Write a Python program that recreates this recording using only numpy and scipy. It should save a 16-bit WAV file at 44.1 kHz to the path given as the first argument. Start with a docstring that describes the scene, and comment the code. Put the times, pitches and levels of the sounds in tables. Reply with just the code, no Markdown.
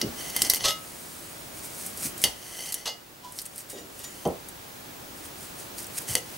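"""A small knife saws through a cucumber, drags over a ceramic plate and ticks against it, heard close up in a kitchen.
Crunch is random snaps coloured to the treble; drags are dense grit driving blade or plate modes.
Ticks are short noise cracks with ringing modes, thuds swelling and dying bands of noise from the wooden table.
A diffuse room tail follows; room air (filtered noise) and a thin throbbing whine lie under it."""
import sys
import numpy as np
from scipy import signal
from scipy.fft import rfft, irfft, next_fast_len
from scipy.io import wavfile

SR = 44100
rng = np.random.default_rng(int(sys.argv[2]) if len(sys.argv) > 2 else 0)


def wrap_up_sound(samples):
    """Save the sound to the file named by the first command line argument, as 16-bit audio."""
    columns = np.atleast_2d(samples).T
    # keep every value between -1 and 1, then stretch to whole-number steps
    tamed = np.clip(columns, -1, 1)
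    steps = np.round(tamed * 32767).astype(np.int16)
    wavfile.write(sys.argv[1], SR, steps)


N = 280917


def undb(db):
    """Decibels to amplitude."""
    return 10 ** (np.asarray(db) / 20)


def level(x, db):
    """Scale x to an RMS of db."""
    return x * undb(db) / np.sqrt(np.mean(x ** 2))


def colour(x, table):
    """Filter by (frequency [Hz], gain [dB]) points, joined over log frequency."""
    size = next_fast_len(len(x))
    hz, db = np.transpose(table)
    bin_hz = np.arange(size // 2 + 1) * SR / size
    gain = undb(np.interp(np.log(bin_hz + 1), np.log(hz), db))
    return irfft(rfft(x, size) * gain, size)[:len(x)]


def band(x, lo_hz, hi_hz):
    """Band-pass."""
    return signal.sosfilt(signal.butter(2, [lo_hz, hi_hz], "band", fs=SR, output="sos"), x)


def add(out, at_s, x, peak_db):
    """Lay x into out at at_s with its peak at peak_db."""
    k = int(at_s * SR)
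    out[k:k + len(x)] += (x * undb(peak_db) / np.max(np.abs(x)))[:N - k]


def background():
    """Room air, alike in both ears in bass and treble, and a high whine that throbs at 50 Hz."""
    # air common to both ears: (frequency [Hz], density [dB per Hz], relative)
    common_air = [(15, -41), (25, -14), (131, -6), (192, -7), (226, -7.5), (330, -7), (496, -11.5),
                  (553, -10), (1060, -14.5), (2210, -18), (12200, -21.5), (15200, -21.5), (16500, -18)]
    # air of opposite sign left and right: (frequency [Hz], density [dB per Hz], relative)
    wide_air = [(15, -47), (25, -29), (121, -13), (288, -6.5), (584, -6), (831, -6.5), (1010, -8),
                (1150, -8.5), (9330, -23), (16500, -79)]
    # whine level, dips and creeps back up: (time [s], level [dB])
    creep = [(0, -52.5), (.5, -53), (.75, -58.5), (2.23, -54), (2.3, -59), (3.0, -65), (4.2, -59),
             (6.14, -54.5), (6.19, -59.5), (6.37, -54)]
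    whine_hz, throb_hz, throb_depth = 15625, 50, 0.55
    s = np.arange(N) / SR
    at, db = np.transpose(creep)
    whine_db = np.interp(s, at, db)
    # air levels where the whine is weakest
    mid = level(colour(rng.standard_normal(N), common_air), -49.5)
    side = level(colour(rng.standard_normal(N), wide_air), -53.5)
    throb = 1 + throb_depth * np.sin(2 * np.pi * throb_hz * s)
    whine = np.sqrt(2) * np.sin(2 * np.pi * whine_hz * s) * throb
    # air follows the whine's level by 0.77 dB per dB
    air_gain = undb(0.77 * (whine_db - whine_db.min()))
    air = (mid + side * np.array([[1], [-1]])) * air_gain
    return air + whine * undb(whine_db)


def ring(modes, damping=0.98):
    """A third of a second of each decaying mode, one row a mode; damping divides the t60."""
    hz, db, t60_s = np.transpose(modes)[:, :, None]
    s = np.arange(SR // 3) / SR
    decay = 1000 ** (-s * damping / np.clip(t60_s, .005, .4))
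    return undb(db) * np.sin(2 * np.pi * hz * s) * decay


def blade_modes():
    """Resonances of the hand-held blade as modes: the wider, the shorter."""
    # (frequency [Hz], width [Hz], level [dB] before the width is added)
    resonances = [(900, 480, -1.5), (1985, 11, -2), (2057, 56, 5.5), (2980, 73, -2), (3110, 82, 6.5),
                  (3370, 200, 0), (4440, 27, -5), (4540, 34, 5), (5620, 27, 4), (6100, 40, -6),
                  (6234, 150, 8.5), (8000, 200, -32), (9900, 83, -12), (10280, 61, 4.5), (10500, 120, -26)]
    return [(hz, db + 10 * np.log10(width_hz), np.log(1000) / np.pi / width_hz)
            for hz, width_hz, db in resonances]


def plate_modes():
    """A round plate rings in close pairs: each mode has a weaker, shorter twin."""
    # (frequency [Hz], level [dB], t60 [s] before damping)
    modes = [(560, -17, .2), (630, -19, .2), (1287, -17, .4), (1992, -17, .22), (2078, -16, .26),
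             (2720, -15, .08), (2891, -9, .29), (3079, -14, .13), (3250, -15, .1), (3420, -13, .17),
             (3800, -11, .14), (4260, -11, .08), (4380, -9, .09), (4580, -15, .2), (4750, -17, .15),
             (5070, -11, .08), (5308, -5, .09), (5840, -18, .2), (6185, -16, .12), (6444, -8, .11),
             (7040, -18, .13), (7930, -13, .14), (9780, -11, .12), (11785, -14, .13), (13940, -24, .12)]
    return modes + [(hz * 1.02, db - 8, t60_s / 2) for hz, db, t60_s in modes]


def struck(rings, scatter_db):
    """Every spot struck weighs the modes anew."""
    return undb(scatter_db * rng.standard_normal(len(rings))) @ rings


def ticks():
    """A crack under a millisecond and one bounce; the edge chatters on and shakes blade and plate, damped by the hand."""
    # (time [s], sharp crack peak [dB], dull crack peak [dB], blade ring peak [dB], plate ring peak [dB],
    #  share of after-chatter [0-1])
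    blows = [(0.0145, -14, -15.5, -14.5, -24, 0.16), (0.2996, -23, -35, -30, -45, 0.3),
             (0.3643, -7.5, -17, -13.5, -45, 0.16), (0.4194, -1.5, -8.5, -8.5, -42, 0.1),
             (0.449, -21, -24, -20, -41, 0.25), (0.497, -12, -22, -26, -45, 0),
             (0.4993, 0.5, -6, -13, -45, 0.17), (0.536, -7, -25, -13, -40, 0.13),
             (0.5463, -8, -13.5, -32, -46, 0.1), (0.559, -11, -22, -36, -35, 0),
             (1.8632, -21, -46, -47, -51, 0.5), (1.9736, -22, -39, -45, -53, 0.27),
             (2.179, -21.5, -45, -47, -53, 0), (2.218, -19, -41, -47, -56, .3),
             (2.2395, -3.5, -6.5, -7.5, -11, 0.26), (2.607, -21, -36, -39, -41, 0.1),
             (2.6594, -27, -30, -47, -45, 0.4), (2.723, -16.5, -27, -30, -38, 0.37),
             (2.7424, -9.5, -23, -25, -39, 0.2), (3.3226, -26, -50, -52, -58, 0.33),
             (3.356, -39, -45, -46, -53, 0.02), (3.3879, -20.5, -21, -34, -46, 0.3),
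             (3.4167, -25, -35, -45, -55, 0.24), (3.4544, -28, -46, -50, -50, 0.3),
             (3.4625, -23, -47, -50, -46, 0.15), (3.5605, -24, -50, -53, -59, 0),
             (3.58, -20, -37, -47, -56, 0.1), (3.5914, -24, -45, -54, -57, 0),
             (3.7015, -28, -43.5, -42, -44, 0.3), (3.9923, -27, -43, -43, -46, 0.1),
             (4.2527, -41, -37, -28.5, -46, 0.4), (4.2746, -26, -48, -50, -52, 0.14),
             (4.4863, -26.5, -50, -55, -56, 0.26), (4.495, -31, -50, -55, -56, 0.1),
             (5.7827, -24, -29.5, -41, -53, 0.23), (5.829, -24.5, -40, -50, -55, .1),
             (5.8444, -26, -33, -46, -52, 0), (5.8685, -25, -45, -47, -53, 0),
             (5.9816, -24, -28.5, -38, -44, 0.3), (6.018, -27, -46, -48, -55, 0.4),
             (6.11, -29, -26, -39, -51, 0.2), (6.135, -27, -27, -48, -50, 0),
             (6.1531, -0.5, -10.5, -7, -20, 0.04), (6.1648, -26, -43, -32, -26.5, 0.1)]
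    crack_decay_s, chatter_decay_s = 0.00033, 0.0073
    out, s = np.zeros(N), np.arange(SR // 10) / SR
    blade, plate = ring(blade_modes(), damping=1.11), ring(plate_modes(), damping=2.0)
    for at_s, sharp_db, dull_db, blade_db, plate_db, after in blows:
        snap = rng.standard_normal(len(s)) * np.exp(-s / crack_decay_s)
        bounce_s = rng.uniform(0.0021, .003)
        snap = snap + 0.49 * np.roll(snap, int(bounce_s * SR))
        chatter = after * rng.standard_normal(len(s)) * np.exp(-s / chatter_decay_s)
        blow = (s == 0) + 0.34 * chatter
        blade_ring = signal.fftconvolve(blow, struck(blade, 0.79))
        plate_ring = signal.fftconvolve(blow, struck(plate, 2.0))
        add(out, at_s, band(snap + chatter, 7750, 12850), sharp_db)
        add(out, at_s, band(snap + chatter, 4300, 5900), dull_db)
        add(out, at_s, blade_ring, blade_db)
        # a blow through the edge wakes mostly the plate's middle modes
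        add(out, at_s, band(plate_ring, 1800, 3700), plate_db)
    return out


def thuds():
    """The table top's modes are too crowded to tell apart: each blow swells for a moment and dies as a rumble."""
    # (time [s], peak [dB], low edge [Hz], high edge [Hz], t60 [s])
    blows = [(0.024, -21.5, 134, 437, 0.26), (0.03, -36, 54.7, 100., 0.17), (0.42, -32, 150., 380, 0.18),
             (0.62, -48, 59.6, 133, 0.075), (0.645, -34.5, 406, 1450, 0.34), (2.045, -30, 110., 263, 0.14),
             (2.244, -25.5, 150., 890, 0.22), (2.259, -42.5, 54.5, 91, 0.19), (2.86, -34, 470, 890, 0.32),
             (3.729, -35.5, 198, 610, 0.6), (4.251, -15, 197, 750, 0.22), (4.255, -26.5, 60., 210, 0.2),
             (6.085, -31, 66, 149, 0.24), (6.154, -27.5, 194, 710, 0.22)]
    out, s = np.zeros(N), np.arange(SR // 3) / SR
    for at_s, peak_db, lo_hz, hi_hz, t60_s in blows:
        swell = (1 - np.exp(-s * lo_hz * 3.0)) * 1000 ** (-s / t60_s)
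        rumble = band(rng.standard_normal(len(s)), lo_hz, hi_hz)
        rumble = band(rumble, lo_hz * 0.74, hi_hz * 1.37)
        rumble = band(rumble * swell, lo_hz * 0.79, hi_hz * 1.6)
        add(out, at_s, rumble, peak_db)
    return out


def force(strokes, axis):
    """Gain over time: every stroke swells, holds and dies away; the strongest one rules."""
    swell_db = 20  # change over one rise or fall time
    s, gain_db = np.arange(N) / SR, np.full(N, -120.)
    for row in strokes:
        at_s, rise_s, hold_s, fall_s = row[:4]
        end_s = at_s + hold_s
        k = slice(max(int((at_s - 3 * rise_s) * SR), 0), int((end_s + 3 * fall_s) * SR))
        before = np.maximum(at_s - s[k], 0) / rise_s
        after = np.maximum(s[k] - end_s, 0) / fall_s
        gain_db[k] = np.maximum(gain_db[k], row[axis] - swell_db * (before + after))
    return undb(gain_db)


def grains(rate_hz, spread_db):
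    """Random snaps: many small, a few large."""
    hit = rng.random(N) < rate_hz / SR
    return hit * rng.standard_normal(N) * undb(spread_db * rng.exponential(size=N))


def rubbed(modes, gain, grit_db):
    """Dense grit under the edge drives the modes and is heard itself."""
    # direct grit: (frequency [Hz], density [dB per Hz], relative)
    grit_colour = [(180, -56), (300, -68), (689, -6), (2570, -33), (2980, -1), (4020, -2.5), (6410, -3),
                   (14200, -15.5), (16000, -29)]
    grit = level(grains(rate_hz=9000, spread_db=2.5), 0)
    body = ring(modes).sum(axis=0)
    body = body / np.sqrt(np.sum(body ** 2))
    rung = signal.fftconvolve(grit * gain, body)[:N]
    direct = undb(grit_db) * gain * level(colour(grit, grit_colour), 0)
    return rung + direct


def sawing():
    """Cells burst under the edge, while the blade sings where it drags."""
    # knife: (full force [s], rise [s], hold [s], fall [s], flesh crunch [dB], blade on glaze [dB])
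    strokes = [(0.19, 0.068, 0.11, .02, -42, -42), (0.355, .08, 0.072, .02, -37, -38),
               (0.45, 0.066, 0.014, 0.065, -32.5, -33.5), (0.512, 0.011, 0.0041, 0.025, -28, -37),
               (0.55, .05, 0.021, .03, -32, -38), (0.63, 0.086, .0, .01, -44, -36.5),
               (0.85, 0.4, 0.36, .9, -47, -73), (1.58, 0.12, 0.0078, .1, -42, -75),
               (1.65, 0.079, .0, .1, -38.5, -66), (1.815, 0.31, 0.047, 0.17, -38.5, -67),
               (2.058, 0.11, .0, 0.058, -28, -60), (2.183, 0.032, 0.058, .01, -41.5, -70),
               (2.217, 0.0046, 0.039, .01, -33.5, -60), (2.245, 0.0053, 0.0058, 0.077, -31.5, -30),
               (2.62, 0.46, 0.088, 0.033, -40, -41.5), (2.755, 0.052, 0.031, 0.12, -46, -45),
               (3.386, 0.094, 0.0088, 0.066, -40, -72), (3.462, .03, .0, .03, -42, -70),
               (3.586, 0.088, 0.025, 0.032, -41.5, -72), (3.7, 0.016, 0.014, 0.049, -39, -70),
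               (3.995, 0.11, 0.0081, .09, -46, -67), (4.044, 0.028, .0, 0.024, -39, -70),
               (4.08, .05, 0.17, .05, -50.5, -55), (5.17, 0.067, 0.034, .05, -52, -66),
               (5.256, .05, .0, .05, -41.5, -70), (5.428, 0.12, .0, 0.13, -43, -70),
               (5.596, .05, .0, .1, -41, -70), (5.782, 0.018, 0.0063, 0.11, -37, -55),
               (5.965, .07, .02, 0.11, -38.5, -60), (5.984, 0.027, 0.0012, 0.014, -26, -50),
               (6.086, 0.022, 0.055, 0.016, -32.5, -38.5), (6.16, 0.014, 0.019, 0.037, -35, -37),
               (6.3, 0.26, 0.15, .1, -49.5, -54)]
    # crunch: (frequency [Hz], density [dB per Hz], relative)
    flesh = [(1350, -17.5), (2300, -9), (3340, -16), (4770, -8), (7580, -4), (8710, 0.5), (12000, -5),
             (13600, -11.5), (15100, -6), (16000, -22)]
    # plate mirrors the crunch, shifting as the hand moves: (time [s], lag [ms], strength [dB])
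    mirror = [(0, 0.53, -23), (.85, 0.43, -21), (1.1, 0.69, -15), (1.45, 0.55, -4), (1.65, 0.56, -40),
              (6.37, 0.61, -20)]
    s = np.arange(N) / SR
    at, lag_ms, mirror_db = np.transpose(mirror)
    crunch = level(colour(grains(rate_hz=10000, spread_db=1.1), flesh), 0)
    lag_s = np.interp(s, at, lag_ms) / 1000
    mirrored = np.interp(s - lag_s, s, crunch) * undb(np.interp(s, at, mirror_db))
    blade = rubbed(blade_modes(), force(strokes, axis=4 + 1), grit_db=-8.5)
    return (crunch + mirrored) * force(strokes, axis=4) + blade


def scrapes():
    """Grit rings the plate under the blade, its rim under light rubs, and a faint squeak further off."""
    # blade along the plate: (full force [s], rise [s], hold [s], fall [s], level [dB])
    plate_drags = [(0.603, .006, .0, .03, -43), (0.641, 0.0045, 0.015, .02, -25),
                   (0.651, 0.017, 0.0036, 0.028, -18.5), (0.684, 0.021, 0.00032, 0.04, -23),
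                   (2.859, 0.0063, 0.019, 0.044, -31)]
    # light rubs nearer the rim: (full force [s], rise [s], hold [s], fall [s], level [dB])
    rim_rubs = [(3.703, 0.0054, .0, 0.14, -51), (3.782, 0.057, .0, 0.027, -41.5),
                (3.993, .005, .03, .02, -48), (4.042, 0.0099, 0.0012, .03, -35.5)]
    # squeak further off: (full force [s], rise [s], hold [s], fall [s], level [dB])
    squeaks = [(3.243, .02, 0.015, 0.023, -45), (3.275, 0.017, 0.018, 0.026, -47.5)]
    # rim modes: (frequency [Hz], level [dB], t60 [s] before limit and damping)
    rim_modes = [(1910, 0.5, 0.046), (2860, -7, 0.47), (3800, 1, 0.11), (4850, -3, .1), (5830, -3, .15),
                 (7040, 0.5, 0.25), (8400, -4, 0.23), (9880, -2, 0.098), (11360, -6, 0.11),
                 (13100, -17, .12)]
    # squeak modes: (frequency [Hz], level [dB], t60 [s] before damping)
    squeak_modes = [(987, -1, 0.12), (3550, -12, 0.044), (5750, -14, 0.04)]
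    plate = rubbed(plate_modes(), force(plate_drags, axis=4), grit_db=-0.096)
    rim = rubbed(rim_modes, force(rim_rubs, axis=4), grit_db=-3.5)
    squeak = rubbed(squeak_modes, force(squeaks, axis=4), grit_db=-4.0)
    return plate + rim + squeak


def kitchen(x):
    """Walls answer with a dull tail, different in each ear."""
    tail_db, t60_s, tail_band_hz = -14.5, 0.29, (302, 5370)
    s = np.arange(SR // 2) / SR
    tail = rng.standard_normal((2, len(s))) * 1000 ** (-s / t60_s) * (s > .003)
    tail = signal.lfilter(*signal.butter(1, tail_band_hz, "band", fs=SR), tail)
    tail = tail * undb(tail_db) / np.sqrt(np.sum(tail[0] ** 2))
    return x + signal.fftconvolve(x[None], tail, axes=1)[:, :N]


def scene():
    """Knife, plate and table sound in the room, over the background."""
    return kitchen(ticks() + thuds() + sawing() + scrapes()) + background()


def record(dry):
    """Soft saturation rounds off the loudest peaks; a steep low-pass cuts the top."""
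    clip_at, top_hz = .86, 15950
    soft = dry / (1 + np.abs(dry / clip_at) ** 4) ** (1 / 4)
    return signal.sosfilt(signal.ellip(12, .2, 90, top_hz, fs=SR, output="sos"), soft)


dry = scene()
out = record(dry)
wrap_up_sound(out)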